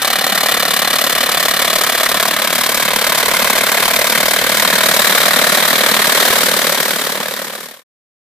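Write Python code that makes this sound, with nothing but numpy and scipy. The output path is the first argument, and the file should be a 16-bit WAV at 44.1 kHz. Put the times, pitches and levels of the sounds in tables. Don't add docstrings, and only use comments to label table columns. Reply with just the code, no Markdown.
import sys
import numpy as np
from scipy import signal
from scipy.io import wavfile
from scipy.ndimage import uniform_filter1d, minimum_filter1d

SR = 44100
rng = np.random.default_rng(int(sys.argv[2]) if len(sys.argv) > 2 else 0)


def master(y):
    cut = np.clip(np.atleast_2d(y).T, -1, 1)
    pcm = np.round(cut * 32767)
    wavfile.write(sys.argv[1], SR, pcm.astype(np.int16))


N = 369558
TIME = np.arange(N) / SR


def gain_of(db):
    return 10 ** (np.asarray(db) / 20)


def unit_rms(x):
    return x / np.sqrt(np.mean(x ** 2) + 1e-20)


def follow(rows, t=TIME):
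    s, *columns = np.transpose(rows)
    return [np.interp(t, s, column) for column in columns]


def along(pair, t=TIME):
    return pair[0] + (pair[1] - pair[0]) * t / TIME[-1]


def swell(t, centre_s, length_s):
    return np.exp(-(2 * (t - centre_s) / length_s) ** 2)


def drift(per_s):
    return unit_rms(np.interp(TIME * per_s, np.arange(1000), rng.standard_normal(1000)))


def at_hz(points, hz):
    table_hz, value = np.transpose(points)
    return np.interp(np.log(hz + 1), np.log(table_hz + 1), value)


def colour(x, spectrum, size=4096):
    db = np.maximum(at_hz(spectrum, abs(np.fft.fftfreq(size, 1 / SR))), -80)
    response = np.exp(np.conj(signal.hilbert(np.log(gain_of(db)))))
    taps = np.fft.ifft(response).real
    return signal.oaconvolve(x, taps[None], axes=1)[:, :N]


def resonate(x, hz, width_hz):
    carrier = np.exp(2j * np.pi * np.cumsum(np.full(x.shape[-1], hz)) / SR)
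    pole = np.exp(-np.pi * width_hz / SR)
    return 2 * (carrier * signal.lfilter([1 - pole], [1, -pole], x / carrier)).real


def die_away(power, ms):
    pole = np.exp(-1000 / (ms * SR))
    return signal.lfilter([1 - pole], [1, -pole], power)


def snaps(power, grain_db):
    size = gain_of(grain_db * np.repeat(rng.standard_normal(N // 8 + 1), 8)[:N])
    return np.sqrt(np.maximum(power, 0)) * size * rng.standard_normal((2, N))


# time in seconds, listener's nearness to the hood from 0 to 1.
NEARNESS = [(0, 0.13), (2.7, 0.22), (3.3, 0.39), (4.3, 0.5), (5.2, 0.73), (6.3, 0.87), (7.1, 0.7),
            (7.8, 0.8)]


def by_nearness(far, near, t=TIME):
    return far + (near - far) * follow(NEARNESS, t)[0]


# time in seconds, rotor speed in turns per second.
ROTOR_SPEED = [(0.0, 18.19), (1.2, 18.05), (1.75, 18.276), (2.05, 18.019), (2.95, 18.594), (3.95, 18.371),
               (4.35, 19.147), (5.15, 18.84), (6.35, 19.328), (7.2, 18.465), (7.8, 18.826)]


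def rotor_turns(start_turn=.17):
    return start_turn + np.cumsum(follow(ROTOR_SPEED)[0]) / SR


# centre in seconds, length in seconds, thickness (+ dense, - sparse), extra boom in dB.
GRASS_PATCHES = [(1.945, .32, 0.81, -0.5), (2.404, .4, -0.6, 2.5), (3.396, .5, 0.76, 0),
                 (3.817, .35, 0.87, -0.5), (4.257, 0.51, -1.2, 3), (5.421, 0.21, 0.29, 5),
                 (6.302, .25, 0.79, -2.5), (7.256, 0.99, 0.54, 3)]


def grass(t=TIME):
    centre_s, length_s, thickness, boom_db = np.transpose(GRASS_PATCHES)
    under_rotor = swell(t[:, None], centre_s, length_s)
    return under_rotor @ thickness, under_rotor @ boom_db


def air_rumble(peak_db=-45.5, peak_s=4.8, rise_db_per_s=1, fall_db_per_s=8, top_hz=130, gust_db=4.5):
    air = signal.sosfilt(signal.butter(3, top_hz, fs=SR, output="sos"), rng.standard_normal((3, N)))
    gusts = gain_of(gust_db * np.tanh(drift(per_s=22)))
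    drop_db = np.maximum(rise_db_per_s * (peak_s - TIME), fall_db_per_s * (TIME - peak_s))
    return gain_of(peak_db - drop_db) * unit_rms(gusts * (air[:2] + air[2]))


# frequency in Hz, relative clatter level in dB.
CLATTER_SPECTRUM = [(20, -42), (110, -14), (170, -6), (270, -3), (350, -8), (700, -8.5), (1700, 3.5),
                    (2750, -2.5), (4000, -2), (7000, -29.5), (15000, -33.5)]
# multiple of the rotor speed, relative level in dB.
DRONE_PARTIALS = [(8, -14.5), (9, -3.5), (11, 1.5), (13, -5.5), (16, -11.5), (26, -23.5), (36, -15.5)]


def diesel(firings_per_turn=4, puff_decay=12, hiss=1.8):
    turns = rotor_turns()
    puffs = np.exp(-puff_decay * (firings_per_turn * turns % 1))
    clatter = unit_rms(colour((hiss + puffs) * rng.standard_normal((2, N)), CLATTER_SPECTRUM))
    drone = unit_rms(sum(gain_of(db) * np.cos(2 * np.pi * multiple * turns + drift(per_s=9))
                         for multiple, db in DRONE_PARTIALS))
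    return gain_of(by_nearness(-26, -20.5)) * clatter, gain_of(by_nearness(-45, -34.5)) * drone


# frequency in Hz, width in Hz, relative level in dB.
HOOD_MODES = [(176, 110, -5.5), (206, 43, 2), (244, 68, -2.5), (281.7, 35, -17.5)]


def hood_boom(hits, push_ms=2.1, ahead_ms=2.4, band_hz=(148, 320)):
    power = np.interp(TIME + ahead_ms / 1000, TIME, die_away(hits, push_ms))
    t = TIME[:SR // 4]
    ring = sum(gain_of(db) * width * np.exp(-np.pi * width * t) * np.cos(2 * np.pi * hz * t)
               for hz, width, db in HOOD_MODES)
    boom = signal.oaconvolve(snaps(power, grain_db=-2), ring[None], axes=1)[:, :N]
    boom = signal.sosfilt(signal.butter(3, band_hz, "bandpass", fs=SR, output="sos"), boom)
    _, boom_db = grass()
    return gain_of(by_nearness(-38, -33) + boom_db) * unit_rms(boom)


# frequency in Hz, relative level in dB.
SHRED_SPECTRUM = [(2650, -25), (4500, -3), (6470, -6), (9530, -4.5), (11300, -7), (13800, -1.5),
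                  (14600, -9.5), (15000, -21.5)]
# centre in seconds, length in seconds, gain in dB.
STEM_STRETCHES = [(3.8, 0.4, 1.0), (4.95, .8, 1.3), (7.5, 1.6, -2.3)]


def shredding(hits, tear_ms=1.3, spray_ms=3.2, spray_db=9, rustle_db=(-3.5, 8.5), uneven_db=.8):
    spray = gain_of(spray_db) ** 2 * die_away(hits, spray_ms)
    power = die_away(hits, tear_ms) + spray + gain_of(along(rustle_db)) ** 2
    stems_db = sum(db * swell(TIME, centre_s, length_s) for centre_s, length_s, db in STEM_STRETCHES)
    stems_db += uneven_db * drift(per_s=22)
    shreds = unit_rms(colour(snaps(power, grain_db=3), SHRED_SPECTRUM))
    return gain_of(by_nearness(-19.5, -16.5) + stems_db) * shreds


# start in seconds, relative peak in dB, pitch in Hz.
KNOCKS = [(0.129, -11, 1890), (0.323, -6.5, 1800), (0.376, -5.5, 1850), (0.433, -7.5, 596),
          (0.57, -8.5, 730), (1.289, -2.5, 1240), (1.591, -2.5, 1230), (2.032, -7, 1280),
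          (2.064, -1.5, 1790), (2.227, -6.5, 1050), (2.255, -5.5, 1140), (3.338, -7, 1050),
          (4.154, -2, 1660), (4.725, -8.5, 1480), (6.305, -5, 560), (7.094, -7, 581)]


def knocks(level_db=-2.5, width_hz=450, decay_ms=3.5, size=1400):
    out = np.zeros(N)
    envelope = np.exp(-TIME[:size] * 1000 / decay_ms)
    for start_s, db, hz in KNOCKS:
        tone = resonate(rng.standard_normal(size), hz, width_hz)
        knock = resonate(tone, hz, 2 * width_hz) * envelope
        out[round(start_s * SR):][:size] += gain_of(db + level_db) * knock / abs(knock).max()
    return out


# frequency in Hz, width in Hz, peak gain in dB, centre in seconds, length in seconds.
SHEET_RINGS = [(295, 45, 7.5, 1.4, 1.6), (405, 59, -4, 6.9, 1.4), (550, 85, -10, 1.2, 1.2),
               (700, 97, -5.5, 5.5, 1.1), (705, 150, -6, 3.9, 1.6), (776, 74, -4.5, .2, 1),
               (1020, 91, -5.5, 3.0, 1.4), (1060, 91, -12, 8.7, 1.2), (1270, 110, -4.5, 2, 1.6),
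               (1380, 120, -6, .4, 1.4), (1370, 190, -1.5, 5.3, 0.96), (1660, 80, -3, 4.2, 1.4),
               (1520, 110, -14, 14, 1.1), (1880, 270, 1, 5.4, 1.8), (1937, 110, 2, 0.8, 3.7),
               (1880, 130, -5, 7.2, 1.7), (2470, 83, -2.5, 2, 1.4), (2300, 340, 1, 3.9, 2.6),
               (2895, 110, 3.5, 0.58, 3.5), (3120, 140, -4, 1.6, 1.6), (3500, 130, 1, 0.8, 4.6),
               (3700, 310, -8.5, 5.4, 2.6), (4020, 430, -3.5, 5.1, 1.3), (4140, 250, 1, 0.64, 3.4),
               (4300, 160, -4, 6.2, 1.2), (4600, 140, 3, 1, 2.8)]


def sheet_metal(crack):
    return sum(gain_of(db) * swell(TIME, centre_s, length_s) * resonate(crack, hz, width_hz)
               for hz, width_hz, db, centre_s, length_s in SHEET_RINGS)


# time in seconds, delay in ms, gain relative to the direct crack.
GROUND_ECHO = [(0, 1.66, .5), (1.5, 1.7, .42), (2.3, 1.78, .28), (3.2, 1.92, .3), (4.4, 1.93, .28),
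               (5.2, 1.8, .12), (7.8, 1.8, .12)]


def with_ground_echo(direct, top_hz=7000):
    delay_ms, strength = follow(GROUND_ECHO)
    dulled = signal.filtfilt(*signal.butter(1, top_hz, fs=SR), direct)
    echo = np.array([np.interp(TIME - delay_ms / 1000, TIME, side) for side in dulled])
    return (direct + strength * echo) / np.sqrt(1 + strength ** 2)


# delay in ms, spread in ms, relative level in dB, share of first-cord lateness.
SLAPPING_GROUPS = [(0, .25, .5, 1), (2.9, .8, 2.2, .6), (6.9, 1.3, -3, .3), (11.6, 1.1, -5, .2)]
BRUSHING_GROUPS = [(0, .2, -3, 1), (2.7, .8, 0, .2), (4.9, 1.0, 1.8, 0), (8.7, 1.2, -2.6, 0)]
# time in seconds, slapping lateness in ms, brushing lateness in ms.
FIRST_CORD_LATENESS = [(0, .6, -.5), (.48, -.5, -1.7), (.9, 1.7, .8), (1.27, .3, -3), (1.52, 1.6, -.7),
                       (1.76, -1.4, -1.3), (2.1, 1.6, -5), (2.42, 1.3, -2), (2.6, -.6, -2.2),
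                       (2.95, .2, -.3), (3.4, -.8, -3.8), (3.98, .6, -4), (4.2, 1.1, .2), (4.75, .7, .5),
                       (5.05, -.6, -.6), (5.6, -.3, -3.5), (5.9, -.7, .2), (6.3, -.6, -4), (6.62, 1, -.5),
                       (7.1, -1, -1.5)]


def cord_hits(per_group=3, cord_db=2.5, group_db=2, stroke_db=.6, scatter_ms=.35,
              row_db=(.45, .15), end_shift_ms=(-.3, -3.5)):
    strokes_s = TIME[1:][np.diff(np.floor(2 * rotor_turns())) > 0]
    rows = (strokes_s[1::2], SLAPPING_GROUPS), (strokes_s[::2], BRUSHING_GROUPS)
    energy = np.zeros(N)
    for row, (starts_s, groups) in enumerate(rows):
        delay_ms, spread_ms, db, bend = np.repeat(groups, per_group, axis=0).T
        t, thickness = starts_s[:, None], grass(starts_s)[0][:, None]
        timing, force = rng.standard_normal((2, len(t), 1))
        place, size = rng.standard_normal((2, len(t), len(db)))
        group_size = np.repeat(rng.standard_normal((len(t), len(groups))), per_group, axis=1)
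        late_ms = bend * follow(FIRST_CORD_LATENESS, t)[row]
        late_ms += (1 - bend) * along((0, end_shift_ms[row]), t)
        landing_ms = late_ms + scatter_ms * timing + delay_ms + spread_ms * place
        drag_db_per_ms = along((.06, .16), t) + .35 * thickness
        share = gain_of(db + drag_db_per_ms * delay_ms + cord_db * size + group_db * group_size) ** 2
        stroke_energy = gain_of(row_db[row] + stroke_db * force) ** 2
        share *= stroke_energy / share.sum(1, keepdims=True)
        sample = np.round((t + landing_ms / 1000) * SR).astype(int)
        energy += np.bincount(np.maximum(sample, 0).ravel(), share.ravel(), N)[:N]
    return energy / energy.mean()


# frequency in Hz, relative level in dB.
CRACK_SPECTRUM = [(100, -50.5), (250, -23.5), (345, -9.5), (470, -4), (680, -4), (850, -4), (1050, -1.5),
                  (1880, -2.5), (2380, -4), (2720, -11), (3100, -4), (4050, -3), (5000, -19), (7000, -31.5)]


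def cracks(hits, snap_ms=.4, body_ms=2.1, tail_ms=4.9, treble_hz=2700, dense_db=1, hollow_hz=(750, 510)):
    thickness, boom_db = grass()
    snap_and_tail = gain_of(-6) ** 2 * (die_away(hits, snap_ms) + die_away(hits, tail_ms))
    crack = colour(snaps(die_away(hits, body_ms) + snap_and_tail, grain_db=1), CRACK_SPECTRUM)
    treble = signal.filtfilt(*signal.butter(3, treble_hz, "highpass", fs=SR), crack)
    crack += (gain_of(by_nearness(-1.45, -.5) - dense_db * thickness) - 1) * treble
    hollow_db = along((-3, 1.5)) + .46 * boom_db
    crack += gain_of(hollow_db) * resonate(crack, along(hollow_hz), width_hz=173)
    crack += sheet_metal(crack)
    return gain_of(by_nearness(-18.5, -14.5) + dense_db * thickness) * unit_rms(with_ground_echo(crack))


# frequency in Hz, left-right likeness from 0 to 1.
PORT_LIKENESS = [(150, .95), (300, .9), (600, .94), (1300, .8), (2200, .64), (2800, .42), (4000, .48),
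                 (5600, .4), (8000, .24), (14000, .1)]
# frequency in Hz, right phase lead in radians.
PORT_LEAD = [(100, -0.31), (1000, -0.11), (1600, -0.65), (2450, -0.7), (3100, 0.89), (4400, 1), (5600, 1.5),
             (7200, 1.58), (14000, 1.1)]
# frequency in Hz, left over right in dB.
PORT_BALANCE = [(100, -1), (700, 0), (1600, -3), (2400, -1.5), (3100, 5), (4100, 1.1), (5400, 5),
                (6700, 0.5), (9500, 2.5), (12000, 5), (13500, 0.5)]


def stereo_ports(pair):
    frames = dict(fs=SR, nperseg=512, noverlap=384)
    hz, t, (left, unrelated) = signal.stft(pair, **frames)
    hz = hz[:, None]
    likeness = at_hz(PORT_LIKENESS, hz) ** by_nearness(.15, 1.74, t)
    tilt = gain_of(at_hz(PORT_BALANCE, hz) / 2)
    lead_ms = by_nearness(.0037, -.016, t)
    lead_rad = at_hz(PORT_LEAD, hz) + 2 * np.pi * hz * lead_ms / 1000
    right = (likeness * left + np.sqrt(1 - likeness ** 2) * unrelated) * np.exp(1j * lead_rad)
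    return signal.istft(np.array([left * tilt, right / tilt]), **frames)[1][:, :N]


def scene():
    hits = cord_hits()
    clatter, drone = diesel()
    weeder = cracks(hits) + shredding(hits) + hood_boom(hits)
    return stereo_ports(weeder + clatter) + knocks() + drone + air_rumble()


def record(dry, drive_db=1.5, fade_end_s=7.836, fade_s=1.44, threshold=.92, top_hz=14850):
    faded = gain_of(drive_db) * dry * np.clip((fade_end_s - TIME) / fade_s, 0, 1)
    limiter_gain = np.minimum(threshold / (abs(faded).max(0) + 1e-9), 1) ** .3
    limited = faded * uniform_filter1d(minimum_filter1d(limiter_gain, size=60), size=60)
    rounded = limited / (1 + limited ** 8) ** (1 / 8)
    lowpass = signal.firwin(401, top_hz, window=("kaiser", 8), fs=SR)
    return signal.oaconvolve(rounded, lowpass[None], "same")


dry = scene()
out = record(dry)
master(out)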